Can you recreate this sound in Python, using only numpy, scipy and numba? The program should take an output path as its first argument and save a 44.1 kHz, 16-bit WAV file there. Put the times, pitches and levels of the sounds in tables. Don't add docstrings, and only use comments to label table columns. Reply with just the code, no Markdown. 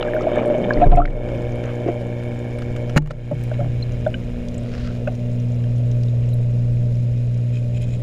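import sys
import numpy as np
from scipy import signal
from scipy.fft import rfft, irfft
from scipy.io import wavfile
from scipy.ndimage import uniform_filter1d, minimum_filter1d
from numba import njit

SR = 44100
rng = np.random.default_rng(int(sys.argv[2]) if len(sys.argv) > 2 else 0)


def log_audio(samples):
    frames = np.atleast_2d(samples).T
    limited = np.clip(frames, -1, 1)
    pcm = np.round(limited * 32767).astype(np.int16)
    wavfile.write(sys.argv[1], SR, pcm)


N = 353682
T = np.arange(N) / SR

# (time [s], ring gain [dB], splash level [dB])
GULPS = [(.812, -5.5, -36), (.916, -3, -29.5), (.968, 3, -29)]


def undb(db):
    return np.exp(np.asarray(db) * (np.log(10) / 20))


def unit(x):
    return x / np.sqrt(np.mean(x ** 2))


def curves(rows):
    times, *columns = np.transpose(rows)
    return [np.interp(T, times, column) for column in columns]


def colour(x, points):
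    hz, db = np.transpose(points)
    size = 4096
    octave = np.log2(np.maximum(np.fft.rfftfreq(size, 1 / SR), 1))
    outside = np.abs(octave - np.clip(octave, np.log2(hz[0]), np.log2(hz[-1])))
    response_db = np.interp(octave, np.log2(hz), db) - 20 * outside
    cepstrum = irfft(np.log(undb(response_db)))
    cepstrum[1:size // 2] *= 2
    cepstrum[size // 2 + 1:] = 0
    impulse_response = irfft(np.exp(rfft(cepstrum)))
    return unit(signal.fftconvolve(x, impulse_response)[:N])


def band(x, hz, octaves):
    edges = np.minimum(hz * 2 ** (octaves * np.array([-.5, .5])), SR / 2 - 1)
    return signal.lfilter(*signal.butter(3, edges, "bandpass", fs=SR), x)


def noise():
    return rng.standard_normal(N)


def walk(rate):
    steps = T * rate
    count = int(steps[-1]) + 2
    return 1.2 * np.interp(steps, np.arange(count), rng.standard_normal(count))


def add(track, start, sound):
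    i = max(int(start * SR), 0)
    track[i:i + len(sound)] += sound[:N - i]


def fade(t, t60):
    return np.exp(-np.log(1000) * t / t60)


def bell(time, half):
    return np.exp(-.5 * np.minimum(((T - time) / half) ** 2, 40))


def ping(t, hz, t60):
    return fade(t, t60) * np.sin(2 * np.pi * hz * t)


def rumble():
    # (frequency [Hz], relative level [dB])
    spectrum = [(10, 1.5), (25, -0.5), (55, -1.5), (90, -3.5), (160, -9.5), (230, -12), (400, -27)]
    # (time [s], level [dB])
    flow = [(0, -41), (.3, -37), (.6, -36.5), (1.3, -31.5), (1.9, -30), (2.8, -29.5), (3.25, -30),
            (3.6, -30.5), (4.05, -26), (4.5, -28.5), (5.1, -28.5), (5.7, -29.5), (6.4, -32), (7.2, -31),
            (8, -29)]
    return colour(noise(), spectrum) * undb(curves(flow)[0] + 1.8 * walk(2.826))


def crackle(per_s=40, lowest_hz=2600, cycles=9):
    out, t = np.zeros(N), T[:SR // 50]
    for when, pitch, rank in rng.random((int(per_s * N / SR), 3)):
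        hz = lowest_hz * 4 ** pitch
        db = -51 - 3.2 * np.log(rank + .01)
        add(out, when * N / SR, undb(db) * ping(t, hz, cycles / hz))
    return out


def fizz(count=1400, lowest_hz=5000, cycles=20):
    out, t = np.zeros(N), T[:SR // 100]
    for when, pitch, rank in rng.random((count, 3)):
        hz = lowest_hz * 2.4 ** pitch
        db = -51 - 3 * np.log(rank + .005) - 7 * pitch
        onset = np.minimum(t * hz, 1)
        add(out, when * N / SR, undb(db) * onset * ping(t, hz, cycles / hz))
    return out


def ticks_and_pops():
    # (time [s], peak level [dB])
    bursts = [(.209, -37.5), (.315, -45), (.357, -39), (0.458, -39), (.478, -39), (.58, -41), (1.42, -44),
              (1.52, -42), (1.555, -41), (1.655, -39), (1.755, -41), (2.013, -40), (2.235, -42),
              (2.39, -39.5), (2.587, -38), (2.621, -42), (2.764, -41), (2.896, -35.5), (3.92, -41),
              (4.543, -36.5), (4.634, -39), (5.151, -43), (5.4, -41), (5.52, -40), (5.782, -40.5),
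              (5.915, -36), (6.29, -41), (7.344, -42), (7.438, -46)]
    # (time [s], peak level [dB])
    pops = [(1.105, -33), (1.288, -29), (1.321, -37), (1.347, -37), (1.638, -28.5), (2.588, -33),
            (2.621, -27), (2.763, -27.5), (2.896, -29)]
    out, t = np.zeros(N), T[:SR // 30]
    spit = colour(noise(), [(3000, 11.5), (4100, 6), (5500, 0), (7000, 2), (8200, -12.5),
                            (9500, -5.5), (13000, -16)])
    puff = colour(noise(), [(900, -10), (1400, 5), (1750, -0.5), (2200, -5), (3050, -1),
                            (3700, -13), (7000, -24.5)])
    for time, db in bursts:
        tick = np.roll(spit, int(time * SR))[:len(t)] * fade(t, t60=.024)
        tick = band(tick, rng.uniform(5000, 9500), octaves=.6) + .4 * tick
        add(out, time, undb(db) * tick / np.abs(tick).max())
    for time, db in pops:
        pop = np.roll(puff, int(time * SR))[:len(t)] * fade(t, t60=.03)
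        add(out, time, undb(db) * pop / np.abs(pop).max())
    return out


def clicks():
    # (time [s], peak level [dB], centre frequency [Hz], bandwidth [octaves])
    events = [(.010, -24, 3260, 0.28), (.027, -20, 2650, 0.82), (.142, -45, 12500, 0.27),
              (.221, -34.5, 3830, 1.5), (0.735, -27.5, 4650, 0.38), (.959, -24.5, 6960, 1.4),
              (1.057, -20.5, 3380, 0.99), (3.437, -34, 7000, 2.9), (4.485, -33, 4360, 1.3),
              (4.580, -36, 7500, 0.26), (5.64, -37, 2000, 1.3), (6.034, -34.5, 3960, 1.16),
              (6.339, -42, 11100, .25), (7.821, -40, 9200, 0.49)]
    out, t = np.zeros(N), T[:SR // 50]
    for time, db, hz, octaves in events:
        click = band(rng.standard_normal(len(t)) * fade(t, t60=.015), hz, octaves)
        add(out, time, undb(db) * click / np.abs(click).max())
    return out


def pump(mains_hz=59.97, sink_start_s=2.65, sink_s=2.15, drift_end_s=6.5):
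    # (time [s], hum [dB], octave [dB], churn [dB])
    levels = [(0.0, -35, -45, -22), (0.438, -29, -33.5, -19.5), (0.608, -32, -33, -19.5),
              (0.7, -27.5, -31.5, -21), (1.4, -27, -35, -26.5), (2.656, -28.5, -34, -33.5),
              (2.88, -25, -35, -31.5), (3.4, -25, -39.5, -40.5), (3.55, -23, -37.5, -39.5),
              (3.86, -23.5, -42.5, -40), (4.38, -32.5, -30, -36.5), (4.56, -32, -30.5, -35.5),
              (5.45, -21.5, -30, -37.5), (5.78, -18.5, -33, -37), (6.1, -18.5, -35.5, -37),
              (6.47, -18.5, -35.5, -39), (7.58, -20.5, -37.5, -42), (8.02, -23.5, -39, -39.5)]
    # (multiple of the mains frequency, shallow level [dB], deep level [dB])
    harmonics = [(1, -57, -54), (3, -43, -37.5), (5, -43, -55.5), (6, -46.5, -55), (7, -52.5, -50.5),
                 (8, -41.5, -62.5), (9, -53, -56.5), (10, -48, -44.5), (13, -51.5, -68.5), (15, -58, -76.5),
                 (17, -62, -78), (23, -67.5, -78.5), (27, -66.5, -81)]
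    # (time [s], half length [s], gain [dB])
    flares = [(0.372, 0.038, 9.5), (.476, 0.0043, -5), (0.548, 0.0074, 6.5), (0.646, 0.0042, 15),
              (3.542, 0.0049, 11)]
    # (frequency [Hz], relative level [dB])
    churn_shallow = [(150, -8.5), (215, -8), (270, -6), (360, -2.5), (400, -5), (490, -2), (600, 4.5),
                     (680, -9.5), (770, -10.5), (850, -17), (1300, -30.5)]
    churn_deep = [(150, -5.5), (270, -7), (340, -9), (390, -7.5), (460, 3), (540, 1.5), (610, 1.5),
                  (710, -8), (800, -18.5), (1100, -25)]
    rattle_shallow = [(600, 5.5), (780, -11.5), (1000, -6), (1200, -10), (1700, 2.5), (2070, -9.5),
                      (2200, 8.5), (2390, 2.5), (2560, -9), (2870, -6), (3170, -3), (3310, -17.5),
                      (3520, -6), (4100, -29), (8000, -44.5)]
    rattle_deep = [(600, -19), (900, -2), (1400, 1.5), (1900, 3), (2380, 5.5), (2500, 9.5), (2620, 0),
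                   (2830, 7), (3000, -5), (3170, 5.5), (3330, -8.5), (3480, 1.5), (3700, -7), (3920, 0),
                   (4400, -25.5), (5100, -12.5), (6000, -31.5), (8000, -25)]
    hiss_spectrum = [(2000, -14), (4000, 3.5), (4600, -1.5), (5050, 3), (5900, -3), (6300, -3.5), (6750, 2),
                     (7500, -3.5), (8300, -12), (8800, -11), (9500, -5.5), (10200, -10.5), (12000, -11.5),
                     (15000, -23)]

    hum_db, octave_db, churn_db = curves(levels)
    depth = np.clip((T - sink_start_s) / sink_s, 0, 1)
    shallow, deep = np.sqrt(1 - depth), np.sqrt(depth)
    flare_db = sum(db * bell(time, half) for time, half, db in flares)
    churn_db = churn_db - 1.5 + .24 * flare_db
    rattle_db = -40.5 - 1.88 * np.minimum(T, drift_end_s) - 2 * depth + flare_db

    turns = mains_hz * T + .0057 * walk(9)
    line = lambda k, db: np.sqrt(2) * undb(db) * np.cos(2 * np.pi * k * turns)
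    hum = line(2, hum_db + 1.14) + line(4, octave_db - 1.5)
    for k, shallow_db, deep_db in harmonics:
        hum += line(k, shallow_db + depth * (deep_db - shallow_db) + 2 * walk(7.6))

    stroke = np.floor(2 * turns).astype(int)
    side = np.cos(np.pi * stroke)
    force = undb(1.2 * noise()[stroke] + .84 * side)
    taps = unit(np.diff(stroke, prepend=stroke[0]) * force)
    surge = force * np.cos(np.pi * (2 * turns - .08)) ** 4
    turbulence = lambda steady: unit(noise() * (steady + surge))
    churn = shallow * colour(.5 * taps + .71 * turbulence(steady=1), churn_shallow)
    churn += deep * colour(.42 * taps + turbulence(steady=1), churn_deep)
    rattle = shallow * colour(.38 * taps * side + turbulence(steady=.55), rattle_shallow)
    rattle += deep * colour(turbulence(steady=.94), rattle_deep)
    hiss = colour(turbulence(steady=3) * undb(.8 * walk(40) + 1.6 * walk(600)), hiss_spectrum)
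    return hum + churn * undb(churn_db + .8 * walk(25)) + rattle * undb(rattle_db) + hiss * undb(-60.5)


def slosh(per_s=200, lowest_hz=867, octaves=1.8, cycles=19):
    # (time [s], gain [dB])
    envelope = [(0, -29), (.2, -32.5), (.38, -24), (.55, -38.5), (.8, -33.5), (1.0, -36), (1.15, -50),
                (1.6, -58)]
    out, t = np.zeros(N), T[:SR // 30]
    end = envelope[-1][0]
    for when, pitch, rank in rng.random((int(per_s * end), 3)):
        hz = lowest_hz * 2 ** (octaves * pitch)
        db = -2.6 * np.log(rank + .02) - 5 * pitch
        onset = np.minimum(t * hz, 1)
        add(out, when * end, undb(db) * onset * ping(t, hz, cycles / hz))
    return out * undb(curves(envelope)[0])


def swishes(splash_delay_s=.0093, splash_half_s=.012, splash_hz=1690, splash_octaves=1.8):
    # (time [s], half length [s], level [dB], centre frequency [Hz], bandwidth [octaves])
    rubs = [(.64, 0.052, -22, 154, 0.59), (.805, 0.05, -23.5, 150, 1.56), (1.0, 0.043, -21.5, 125, 0.94),
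            (2.963, 0.0016, -18, 1430, 0.97), (2.9775, 0.005, -16, 1300, 4.2),
            (3.1115, 0.0049, -28.5, 1500, 3.6), (3.111, 0.0022, -46, 5500, 1.2),
            (3.325, 0.0091, -29.5, 553, 1), (3.64, 0.019, -34, 610, 0.6), (4.8, 0.11, -45, 2570, 2.1),
            (4.89, 0.022, -46, 1550, 0.36), (1.69, 0.031, -42.5, 1600, 1.8), (1.887, 0.013, -42, 1900, 1.3),
            (5.082, 0.0062, -38, 1700, 1.4), (6.232, 0.016, -52, 2560, 0.72)]
    # (time [s], level [dB])
    scrapes = [(7.543, -50.5), (7.565, -50), (7.582, -54), (7.76, -48.5), (7.778, -49), (7.823, -48),
               (7.841, -50), (7.888, -48), (7.928, -48.5), (7.946, -50)]
    # (frequency [Hz], relative level [dB])
    scrape_spectrum = [(2000, -11), (2330, -9), (2510, 5.5), (2800, -15), (3130, -6), (3600, -14.5),
                       (3900, -10), (4600, -26), (5000, -16), (6100, -27), (6700, -13), (7500, -16),
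                       (8400, -32), (9400, -25), (10200, -33)]
    out = np.zeros(N)
    grain_spectrum = [(400, 3), (1300, 6.5), (3200, 0), (4300, -1.5), (5600, -2),
                      (7000, -1.5), (14000, -10)]
    grain = colour(noise() * undb(4.3 * walk(700)), grain_spectrum)
    splashes = [(time + splash_delay_s, splash_half_s, db, splash_hz, splash_octaves)
                for time, _, db in GULPS]
    for time, half, db, hz, octaves in [*rubs, *splashes]:
        span = np.abs(T - time) < 4 * half
        out[span] += undb(db) * bell(time, half)[span] * unit(band(grain[span], hz, octaves))
    rasp = colour(noise() * undb(4.4 * walk(900)), scrape_spectrum)
    return out + rasp * sum(undb(db) * bell(time, half=.013) for time, db in scrapes)


def wobble(sway_hz=27, settle_db_per_s=6.5, attack_s=.038, t60=.57, sag_hz=1.8):
    # (time [s], small-swing frequency [Hz], peak level [dB], hold [s])
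    shoves = [(0.751, 23.6, -12, 0.014), (0.853, 28, 6, 0.065), (2.981, 28, -9, .005)]
    amplitude = undb(-32 - settle_db_per_s * T)
    sway_phase = 2 * np.pi * np.cumsum(sway_hz + 2 * walk(3.2)) / SR
    swing = amplitude * np.sqrt(2) * np.sin(sway_phase)
    t = T[:SR]
    for time, hz, db, hold in shoves:
        attack = np.sin(np.pi / 2 * np.minimum(t / attack_s, 1))
        size = undb(db) * attack * fade(np.maximum(t - attack_s - hold, 0), t60)
        phase = 2 * np.pi * np.cumsum(hz - sag_hz * size) / SR
        add(swing, time, -size * np.sin(phase))
        add(amplitude, time, size)
    eddies = colour(noise(), [(30, 3), (60, 3), (85, -2), (130, 7), (200, -13),
                              (450, -11.5), (900, -28.5)])
    return swing + undb(-13.5) * amplitude * eddies


def struck(modes, contact):
    t = T[:SR // 3]
    ring = sum((-1) ** k * undb(db) * ping(t, hz, t60) for k, (hz, db, t60) in enumerate(modes))
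    push = t * np.exp(-t / (contact / np.pi))
    return signal.fftconvolve(ring, push / push.sum())[:len(t)]


def knocks(hard_contact_s=.0001):
    # (time [s], gain [dB], contact time [s])
    blows = [(2.9618, 7, 0.0016), (2.9677, -7, 0.00021), (2.9762, 3, 0.00013), (2.9794, -6, 0.0002),
             (3.022, -29.5, 0.00015), (3.061, -27, 0.00018), (3.074, -29, 0.00014), (3.11, -22.5, 0.0002),
             (3.314, -11, 0.0011), (3.598, -17, 0.0015), (3.6069, -7.5, 0.0028), (3.615, -19, .002),
             (3.645, -13.5, 0.0014), (5.076, -31, 0.00028)]
    bumps = [(1.859, -1.5, 0.0021), (1.877, -16, .0006), (1.8843, -7, 0.00072), (1.893, -16, 0.00086)]
    # (frequency [Hz], relative level [dB], t60 [s])
    housing_modes = [(150.1, -4.5, 0.34), (217, -4.5, 0.035), (279, -6, 0.088), (337, -15.5, 0.15),
                     (582, -1.5, 0.02), (860, -9.5, 0.054), (1125, -9, 0.03), (1360, -10, 0.027),
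                     (1830, -2.5, 0.022), (2170, -6, 0.025), (2880, -3.5, 0.022), (4170, -6, .012),
                     (6800, -2, .011), (9500, -13, .0095)]
    bump_modes = [(270, -4, 0.026), (344, -2.5, 0.1), (420, 3, 0.022), (527, 3, 0.018), (696, -4.5, 0.071),
                  (1090, -12, 0.024)]
    out, t = np.zeros(N), T[:SR // 3]
    grit = colour(noise(), [(500, 12.5), (1500, 13.5), (3500, -15), (4800, -6), (5600, -21),
                            (6800, -.5), (8800, -22), (9700, -10), (15000, -31)])
    for time, db, contact in blows:
        crack_db = 5.5 - 9 * np.log2(contact / hard_contact_s)
        crack = undb(crack_db) * fade(t, t60=.02) * np.roll(grit, int(time * SR))[:len(t)]
        add(out, time, undb(db) * (struck(housing_modes, contact) + crack))
    for time, db, contact in bumps:
        add(out, time, undb(db) * struck(bump_modes, contact))
    return out


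def bubble(hz, swell, t60, overtone_db, pitch_rise=.03):
    t = T[:SR // 5]
    jostle = walk(350)[:len(t)]
    frequency = hz * (1 + pitch_rise * np.minimum(t / t60, 1) + .025 * jostle)
    phase = 2 * np.pi * np.cumsum(frequency) / SR
    attack = np.sin(np.pi / 2 * np.minimum(t / swell, 1))
    envelope = attack * fade(np.maximum(t - swell, 0), t60) * undb(.5 * jostle)
    return envelope * np.sin(phase) + undb(overtone_db) * envelope ** 2 * np.sin(2.3 * phase)


def bubbles():
    # (time [s], frequency [Hz], level [dB], swell [s], t60 [cycles], relative overtone [dB])
    events = [(.027, 1350, -16.5, 0.00093, 14, -21), (.080, 1615, -25, 0.0063, 25, -35),
              (.135, 1680, -19.5, 0.0011, 24, -32), (.143, 609, -12.5, 0.0063, 90, -33),
              (.165, 1430, -21.5, .0016, 30, -40), (.208, 1280, -21.5, .0017, 25, -25),
              (.268, 627, -7.5, 0.004, 42, -30), (.372, 602, -15.5, 0.0025, 34, -25),
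              (.497, 569, -13.5, 0.022, 37, -37), (.548, 598, -12, 0.0023, 77, -44),
              (.706, 1640, -9, 0.0024, 34, -39), (0.708, 1045, -16, .001, 22, -28),
              (.773, 2010, -24, 0.00088, 28, -27), (.841, 1630, -22, 0.0016, 33, -14.5),
              (.915, 1280, -25, 0.0011, 18, -24), (0.923, 1005, -18, .008, 60, -35),
              (.952, 2150, -17, .001, 35, -34), (1.001, 1140, -8, 0.0027, 34, -30),
              (1.017, 1326, -8, .003, 59, -40), (1.053, 1500, -12.5, 0.0012, 24, -43),
              (1.054, 2140, -12, 0.0015, 25, -31), (1.077, 1870, -19, 0.001, 18, -34),
              (3.106, 566, -11.5, 0.0059, 8.7, -7), (3.312, 563, -12, 0.0044, 39, -33),
              (3.313, 1290, -37, .002, 25, -26), (3.515, 615, -20, 0.0026, 34, -30),
              (3.514, 1490, -30.5, .0015, 30, -23), (3.590, 573, -19.5, 0.0044, 86, -30),
              (3.602, 1270, -36.5, .003, 28, -22), (3.607, 708, -22.5, 0.0038, 48, -20),
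              (3.824, 4010, -27, 0.0045, 90, -43), (4.063, 610, -9.5, 0.0071, 38, -31),
              (4.064, 1505, -23, 0.0025, 30, -16), (4.066, 748, -22.5, 0.0042, 40, -30),
              (4.141, 2400, -25, 0.0012, 25, -35), (4.141, 2970, -23.5, .002, 82, -40),
              (4.141, 1540, -27, 0.004, 42, -17), (5.073, 590, -13.5, 0.0067, 25, -28),
              (5.081, 716, -26, 0.0045, 34, -37), (5.073, 1475, -23.5, 0.0026, 38, -25),
              (5.074, 2560, -30.5, .003, 35, -30), (6.083, 3780, -38.5, 0.0023, 35, -38),
              (6.332, 3900, -41.5, .002, 70, -40)]
    out = np.zeros(N)
    for time, hz, db, swell, cycles, overtone_db in events:
        add(out, time, undb(db) * bubble(hz, swell, cycles / hz, overtone_db))
    return out


def gulps():
    # (frequency [Hz], relative level [dB], swell [s], t60 [s])
    partials = [(297, -10, 0.021, 0.26), (578, -8, 0.0051, 0.18), (695, 1.5, 0.027, 0.066),
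                (716, -13.5, 0.016, .25), (997, -24.5, 0.0062, 0.15), (1333, -24.5, 0.013, 0.081),
                (2520, -31, 0.0046, 0.11), (3200, -37, .003, 0.073)]
    out = np.zeros(N)
    for time, db, _ in GULPS:
        for hz, partial_db, swell, t60 in partials:
            add(out, time, undb(db + partial_db) * bubble(hz, swell, t60, overtone_db=-45))
    return out


def scene():
    background = rumble() + pump()
    water = bubbles() + gulps() + slosh() + fizz() + ticks_and_pops()
    transients = clicks() + crackle()
    housing = knocks() + swishes() + wobble()
    return (background + water + transients + housing)[None]


@njit
def held_peak(size, release):
    out, held = np.empty(len(size)), 0.
    for i in range(len(size)):
        held = max(size[i], held * release)
        out[i] = held
    return out


def record(dry, ceiling=.8, recovery_db_per_s=36, cutoff_hz=15300):
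    peak = held_peak(np.abs(dry[0]), float(undb(-recovery_db_per_s / SR)))
    gain = minimum_filter1d(ceiling / np.maximum(peak, ceiling), size=129)
    gain = uniform_filter1d(uniform_filter1d(gain, size=65), size=65)
    low_pass = signal.ellip(8, .2, 70, cutoff_hz, fs=SR, output="sos")
    return signal.sosfilt(low_pass, dry * gain)


dry = scene()
out = record(dry)
log_audio(out)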